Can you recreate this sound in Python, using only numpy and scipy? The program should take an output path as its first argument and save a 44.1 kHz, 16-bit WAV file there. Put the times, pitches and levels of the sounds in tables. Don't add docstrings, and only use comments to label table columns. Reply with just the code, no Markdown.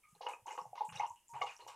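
import sys
import numpy as np
from scipy import signal
from scipy.fft import rfft, irfft
from scipy.io import wavfile

SR = 44100
rng = np.random.default_rng(int(sys.argv[2]) if len(sys.argv) > 2 else 0)


def generate_wav(sig):
    pcm = np.round(np.clip(np.atleast_2d(sig).T, -1, 1) * 32767).astype(np.int16)
    wavfile.write(sys.argv[1], SR, pcm)


def invert_db(level):
    return 10 ** (np.asarray(level, dtype=float) / 20)


N = 77175


def bubbles(time_s, level_db, pitch_hz, t60_s, climb, swell_s):
    t60_s = np.maximum(t60_s, 0.002)
    t = np.arange(int(min(t60_s.max(), 0.07) * SR)) / SR
    pitch_hz, t60_s = np.asarray(pitch_hz)[:, None], t60_s[:, None]
    progress = np.minimum(t / t60_s, 1)
    phase = 2 * np.pi * pitch_hz * t * (1 - climb / 2 + climb * progress)
    shape = (1 - np.exp(-(t / swell_s) ** 2)) * invert_db(-60 * t / t60_s)
    shape = shape / shape.max(axis=1, keepdims=True)
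    rings = invert_db(level_db)[:, None] * shape * np.sin(phase)
    start = np.maximum((time_s - swell_s) * SR, 0).astype(int)
    at = start[:, None] + np.arange(len(t))
    return np.bincount(at.ravel(), rings.ravel(), N + SR)[:N]


# time_s, level_db, pitch_hz, t60_s
LARGE_BUBBLES = [(0.21, -41.5, 770, 0.026), (0.265, -40, 940, 0.018), (0.29, -43.5, 858, 0.072),
                 (0.46, -47, 924, 0.026), (0.481, -45, 990, 0.031), (0.509, -44.5, 910, 0.062),
                 (0.153, -63, 796, 0.021), (0.397, -64.5, 522, 0.018), (0.590, -43, 1073, 0.03),
                 (0.606, -46, 948, 0.04), (0.657, -43.5, 788, 0.012), (0.733, -39.5, 770, 0.026),
                 (0.78, -44.5, 989, 0.02), (0.809, -31.5, 892.5, 0.065), (0.843, -43.5, 924, 0.088),
                 (0.954, -48, 866, 0.041), (1.0, -31, 858, 0.037), (1.033, -33, 974, 0.0305),
                 (1.047, -40, 963, 0.044), (1.106, -44, 979, 0.029), (1.357, -40.5, 839, 0.022),
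                 (1.415, -33, 794, 0.052), (1.445, -36.5, 816, 0.032), (1.603, -57, 1020, 0.068),
                 (1.668, -44.5, 780, 0.0064)]


def glugs():
    time_s, level_db, pitch_hz, t60_s = np.transpose(LARGE_BUBBLES)
    return bubbles(time_s, level_db, pitch_hz, t60_s, climb=0.22, swell_s=0.003)


# time_s, level_db, pitch_hz
SMALL_BUBBLES = [(0.1517, -59.5, 4150), (0.2672, -43.5, 2930), (0.3121, -55, 2340), (0.335, -44, 2570),
                 (0.5071, -46, 2156), (0.7795, -50.5, 2094), (0.9621, -45, 2763), (0.974, -42.5, 3840),
                 (0.997, -39, 2184), (1.4168, -33.5, 2228), (1.4162, -41.5, 2920), (1.468, -47.5, 2866),
                 (1.4949, -47, 2520)]


def plinks():
    time_s, level_db, pitch_hz = np.transpose(SMALL_BUBBLES)
    return bubbles(time_s, level_db, pitch_hz, 48 / pitch_hz, climb=0.1, swell_s=0.001167)


# time_s, level_db, pitch_hz
SPRAY_DROPLETS = [(0.4682, -47, 6460), (0.5187, -44.5, 6630), (0.5275, -44.5, 7740), (0.6153, -50, 5520),
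                  (0.8534, -47.5, 8300), (0.89, -49, 7500), (0.958, -42, 5650), (0.9955, -40.5, 6060),
                  (1.066, -48, 5820), (1.0983, -48.5, 6300), (1.2828, -49, 7350), (1.511, -49, 7000),
                  (1.5657, -45, 5780), (1.6823, -44, 5720)]


def droplets():
    time_s, level_db, pitch_hz = np.transpose(SPRAY_DROPLETS)
    return bubbles(time_s, level_db, pitch_hz, 55 / pitch_hz, climb=0.04, swell_s=0.0006)


# time_s, level_db
SURFACE_SLAPS = [(0.2668, -32), (.336, -39), (0.5785, -33.5), (1.4165, -32.5), (1.682, -47)]


def slaps():
    low_hz, high_hz = 350, 1670
    time_s, level_db = np.transpose(SURFACE_SLAPS)
    clicks = np.bincount((time_s * SR).astype(int), invert_db(level_db), N) + 1e-18
    band = signal.butter(3, [low_hz, high_hz], "band", fs=SR, output="sos")
    return signal.sosfilt(band, clicks) * SR / high_hz / 2


def rms_one(x):
    return x / np.sqrt(np.mean(x ** 2) + 1e-20)


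def swarm(count, low_hz, high_hz, cycles, climb):
    when, chance, place = rng.random((count, 3)).T
    pitch_hz = low_hz * (high_hz / low_hz) ** place
    level_db = -3.5 * np.log(chance * 0.98 + 0.02)
    swell_s = 3.564 / pitch_hz.mean()
    return rms_one(bubbles(when * N / SR, level_db, pitch_hz, cycles / pitch_hz, climb, swell_s))


def bursts(start_s, length_s, level_db, rise_s, fade_s):
    sag = 0.79
    t = np.arange(N) / SR - start_s[:, None]
    length_s = length_s[:, None]
    hold = np.clip(t / rise_s, 0, 1) * (1 - sag * np.clip(t / length_s, 0, 1))
    return invert_db(level_db)[:, None] * hold * np.exp(-np.maximum(t - length_s, 0) / fade_s)


# start_s, length_s, big_db, middling_db, small_db, tiny_db
WATER_SLUGS = [(0.148, 0.027, -74.5, -74, -80, -75.5), (0.211, 0.098, -62, -55, -64.5, -58.5),
               (0.264, 0.09, -66.5, -49.5, -56, -76), (0.467, 0.099, -57, -52.5, -58, -67),
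               (0.576, 0.04, -55, -49.5, -60.5, -69.5), (0.752, 0.11, -61.5, -60, -65.5, -63.5),
               (0.806, 0.014, -52, -44, -65, -87), (0.89, 0.023, -92, -59, -58, -107),
               (0.923, 0.14, -65, -62.5, -59, -60.5), (1.0, 0.059, -66.5, -45, -55.5, -84),
               (1.335, 0.14, -64.5, -56.5, -61, -73), (1.418, 0.023, -44, -41, -66, -50.5),
               (1.463, 0.083, -105, -60, -54.5, -61.5), (1.59, 0.09, -65, -64.5, -67, -71),
               (1.678, 0.079, -72, -56.5, -64, -63.5)]
# low_hz, high_hz, ring_cycles (to -60 dB)
FROTH_SIZES = [(370, 650, 14), (700, 1150, 16), (1350, 3100, 20), (3300, 6800, 30)]


def churn():
    start_s, length_s, *levels = np.transpose(WATER_SLUGS)
    out = 0
    for k, (level_db, (low_hz, high_hz, cycles)) in enumerate(zip(levels, FROTH_SIZES)):
        froth = swarm(250 + 500 * k * k, low_hz, high_hz, cycles, climb=0.2)
        out = out + froth * bursts(start_s, length_s, level_db, rise_s=0.0019, fade_s=0.016).sum(0)
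    return out


# start_s, length_s, level_db, pitch_hz
SINGING_TONES = [(1.292, 0.088, -49.5, 935)]


def singing():
    start_s, length_s, level_db, pitch_hz = np.transpose(SINGING_TONES)[..., None]
    t = np.arange(N) / SR - start_s
    onset = np.clip(t / 0.0023, 0, 1)
    growth = np.clip(0.24 + t / length_s, 0, 1)
    fade = np.exp(-np.maximum(t - length_s, 0) / 0.026)
    return (invert_db(level_db) * onset * growth * fade * np.sin(2 * np.pi * pitch_hz * t)).sum(0)


def resonance(x, hz, width_hz):
    r = np.exp(-np.pi * width_hz / SR)
    zeros = np.array([1, 0, -1]) * (1 - r * r) / 2
    poles = [1, -2 * r * np.cos(2 * np.pi * hz / SR), r * r]
    return signal.lfilter(zeros, poles, x)


# start_s, level_db, pitch_hz, width_hz (of each of two filters), t60_s
BUBBLE_CLUSTERS = [(0.036, -68.5, 1218, 61, 0.64), (0.034, -66, 2260, 298, 0.19),
                   (0.18, -73.5, 1624, 59.7, 0.15), (1.159, -69.5, 2850, 344, 0.26),
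                   (1.607, -64, 4120, 350, 0.18)]


def lingering():
    t, white = np.arange(N) / SR, rng.standard_normal(N)
    out = 0
    for start_s, level_db, pitch_hz, width_hz, t60_s in BUBBLE_CLUSTERS:
        narrow = resonance(resonance(white, pitch_hz, width_hz), pitch_hz, width_hz)
        decay = invert_db(level_db - 60 * np.maximum(t - start_s, 0) / t60_s) * (t > start_s)
        out = out + decay * rms_one(narrow)
    return out


# start_s, length_s, level_db, centre_hz
SPRAY_BURSTS = [(0.084, 0.2, -75.5, 7500), (0.283, 0.077, -62, 6530), (0.46, 0.21, -62, 6290),
                (0.844, 0.12, -64, 7600), (0.949, 0.091, -61.5, 5740), (1.062, 0.14, -69.5, 6970),
                (1.285, 0.12, -65.5, 6870), (1.405, 0.29, -66.5, 6500), (1.672, 0.038, -56.5, 6620)]


def spray():
    start_s, length_s, level_db, centre_hz = np.transpose(SPRAY_BURSTS)
    out = 0
    for hz in np.geomspace(4800, 13000, 6):
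        fizz = swarm(850, hz / 1.11, hz * 1.11, cycles=26, climb=0.04)
        octaves = np.log2(hz / centre_hz)
        tilt_db = np.where(octaves > 0, -20 * octaves, 50 * octaves)
        out = out + fizz * bursts(start_s, length_s, level_db + tilt_db, rise_s=0.0051, fade_s=0.036).sum(0)
    return out


# start_s, length_s, level_db, pitch_hz (at centre)
AIR_GULPS = [(.125, 0.022, -63, 160.7), (.42, 0.022, -65, 118), (.615, 0.013, -56, 180),
             (.66, 0.044, -63.5, 123), (.882, 0.081, -58, 168.4), (.92, 0.092, -57, 129.8),
             (1.1, 0.019, -62, 95), (1.33, 0.13, -60, 131.8), (1.614, 0.14, -80, 114.4)]


def gulps():
    rough = 0.5
    start_s, length_s, level_db, pitch_hz = np.transpose(AIR_GULPS)
    t = np.arange(N) / SR - start_s[:, None]
    slow = signal.butter(2, 25, fs=SR, output="sos")
    waver = rough * rms_one(signal.sosfilt(slow, rng.standard_normal((2, N))))
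    sink = 1 - 0.28 * np.clip(t - length_s[:, None], -0.2, 0.2)
    phase = 2 * np.pi * pitch_hz[:, None] * t * sink
    tone = (1 + waver[0]) * np.sin(phase) + waver[1] * np.cos(phase)
    return (bursts(start_s, length_s, level_db, rise_s=0.0063, fade_s=0.016) * tone).sum(0)


# pitch_hz, width_hz, gain_db (at the peak)
JUG_RESONANCES = [(493, 61.5, 1.5), (868, 42, 0.5), (957.8, 52, 6), (1103, 28.8, 7.5), (1213, 47, 3),
                  (2164, 65, -2), (2520, 220, 1), (2850, 54.4, 11), (3620, 58, -5.5)]


def jug(x):
    ringing = sum(invert_db(gain_db) * resonance(x, hz, width_hz) for hz, width_hz, gain_db in JUG_RESONANCES)
    return invert_db(-3.5) * x + ringing


# delay_s, gain_db
WALL_ECHOES = [(.0096, -9), (0.0195, -14.5)]


def room(x):
    t60_s, late_db, wall_cut_hz = 0.2, -12.5, 2400
    smear = 0.36
    hz = np.arange(N + 1) * SR / (2 * N)

    def delay(lag_s):
        return np.exp(-2j * np.pi * hz * lag_s)

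    early = sum(invert_db(gain_db) * delay(lag_s) for lag_s, gain_db in WALL_ECHOES)
    late = 0
    for k, lag_s in enumerate(np.geomspace(0.0231, 0.0577, 10)):
        loop = invert_db(-60 * lag_s / t60_s) / (1 + 1j * hz / wall_cut_hz) * delay(lag_s)
        late = late + invert_db(late_db) * (-1) ** k * loop / (1 - loop)
    for lag_s in (0.0011, 0.0023, 0.0041):
        z = delay(lag_s)
        late = late * (smear + z) / (1 + smear * z)
    return irfft(rfft(x, 2 * N) * (1 + early + late))[:N]


def coloured(spectrum):
    hz, db = np.transpose(spectrum)
    bins = np.arange(1, N // 2 + 2) * SR / N
    gain = invert_db(np.interp(np.log(bins), np.log(hz), db))
    return rms_one(irfft(rfft(rng.standard_normal(N)) * gain, N))


# (relative, per Hz)
AIR_SPECTRUM = [(40, -5), (637, -17.5), (949, -10), (1250, -20), (2840, -13), (4030, -24), (9890, -11.5),
                (15500, -24)]


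def still_air():
    return invert_db(-76.5) * coloured(AIR_SPECTRUM)


# (relative, per Hz)
HISS_SPECTRUM = [(40, -6), (797, -10), (1020, -13.5), (15500, -3.5)]


def hiss():
    return invert_db(-80.5) * coloured(HISS_SPECTRUM) * [[1], [-1]]


def scene():
    in_jug = jug(glugs() + plinks() + droplets() + slaps() + churn())
    water = room(in_jug + singing() + lingering() + spray() + gulps())
    mix = water + still_air()
    return np.array([mix, mix])


def top_cut(x):
    return signal.sosfilt(signal.butter(12, 15720, fs=SR, output="sos"), x)


def record(dry):
    mix = dry + hiss()
    return top_cut(mix)


dry = scene()
out = record(dry)
generate_wav(out)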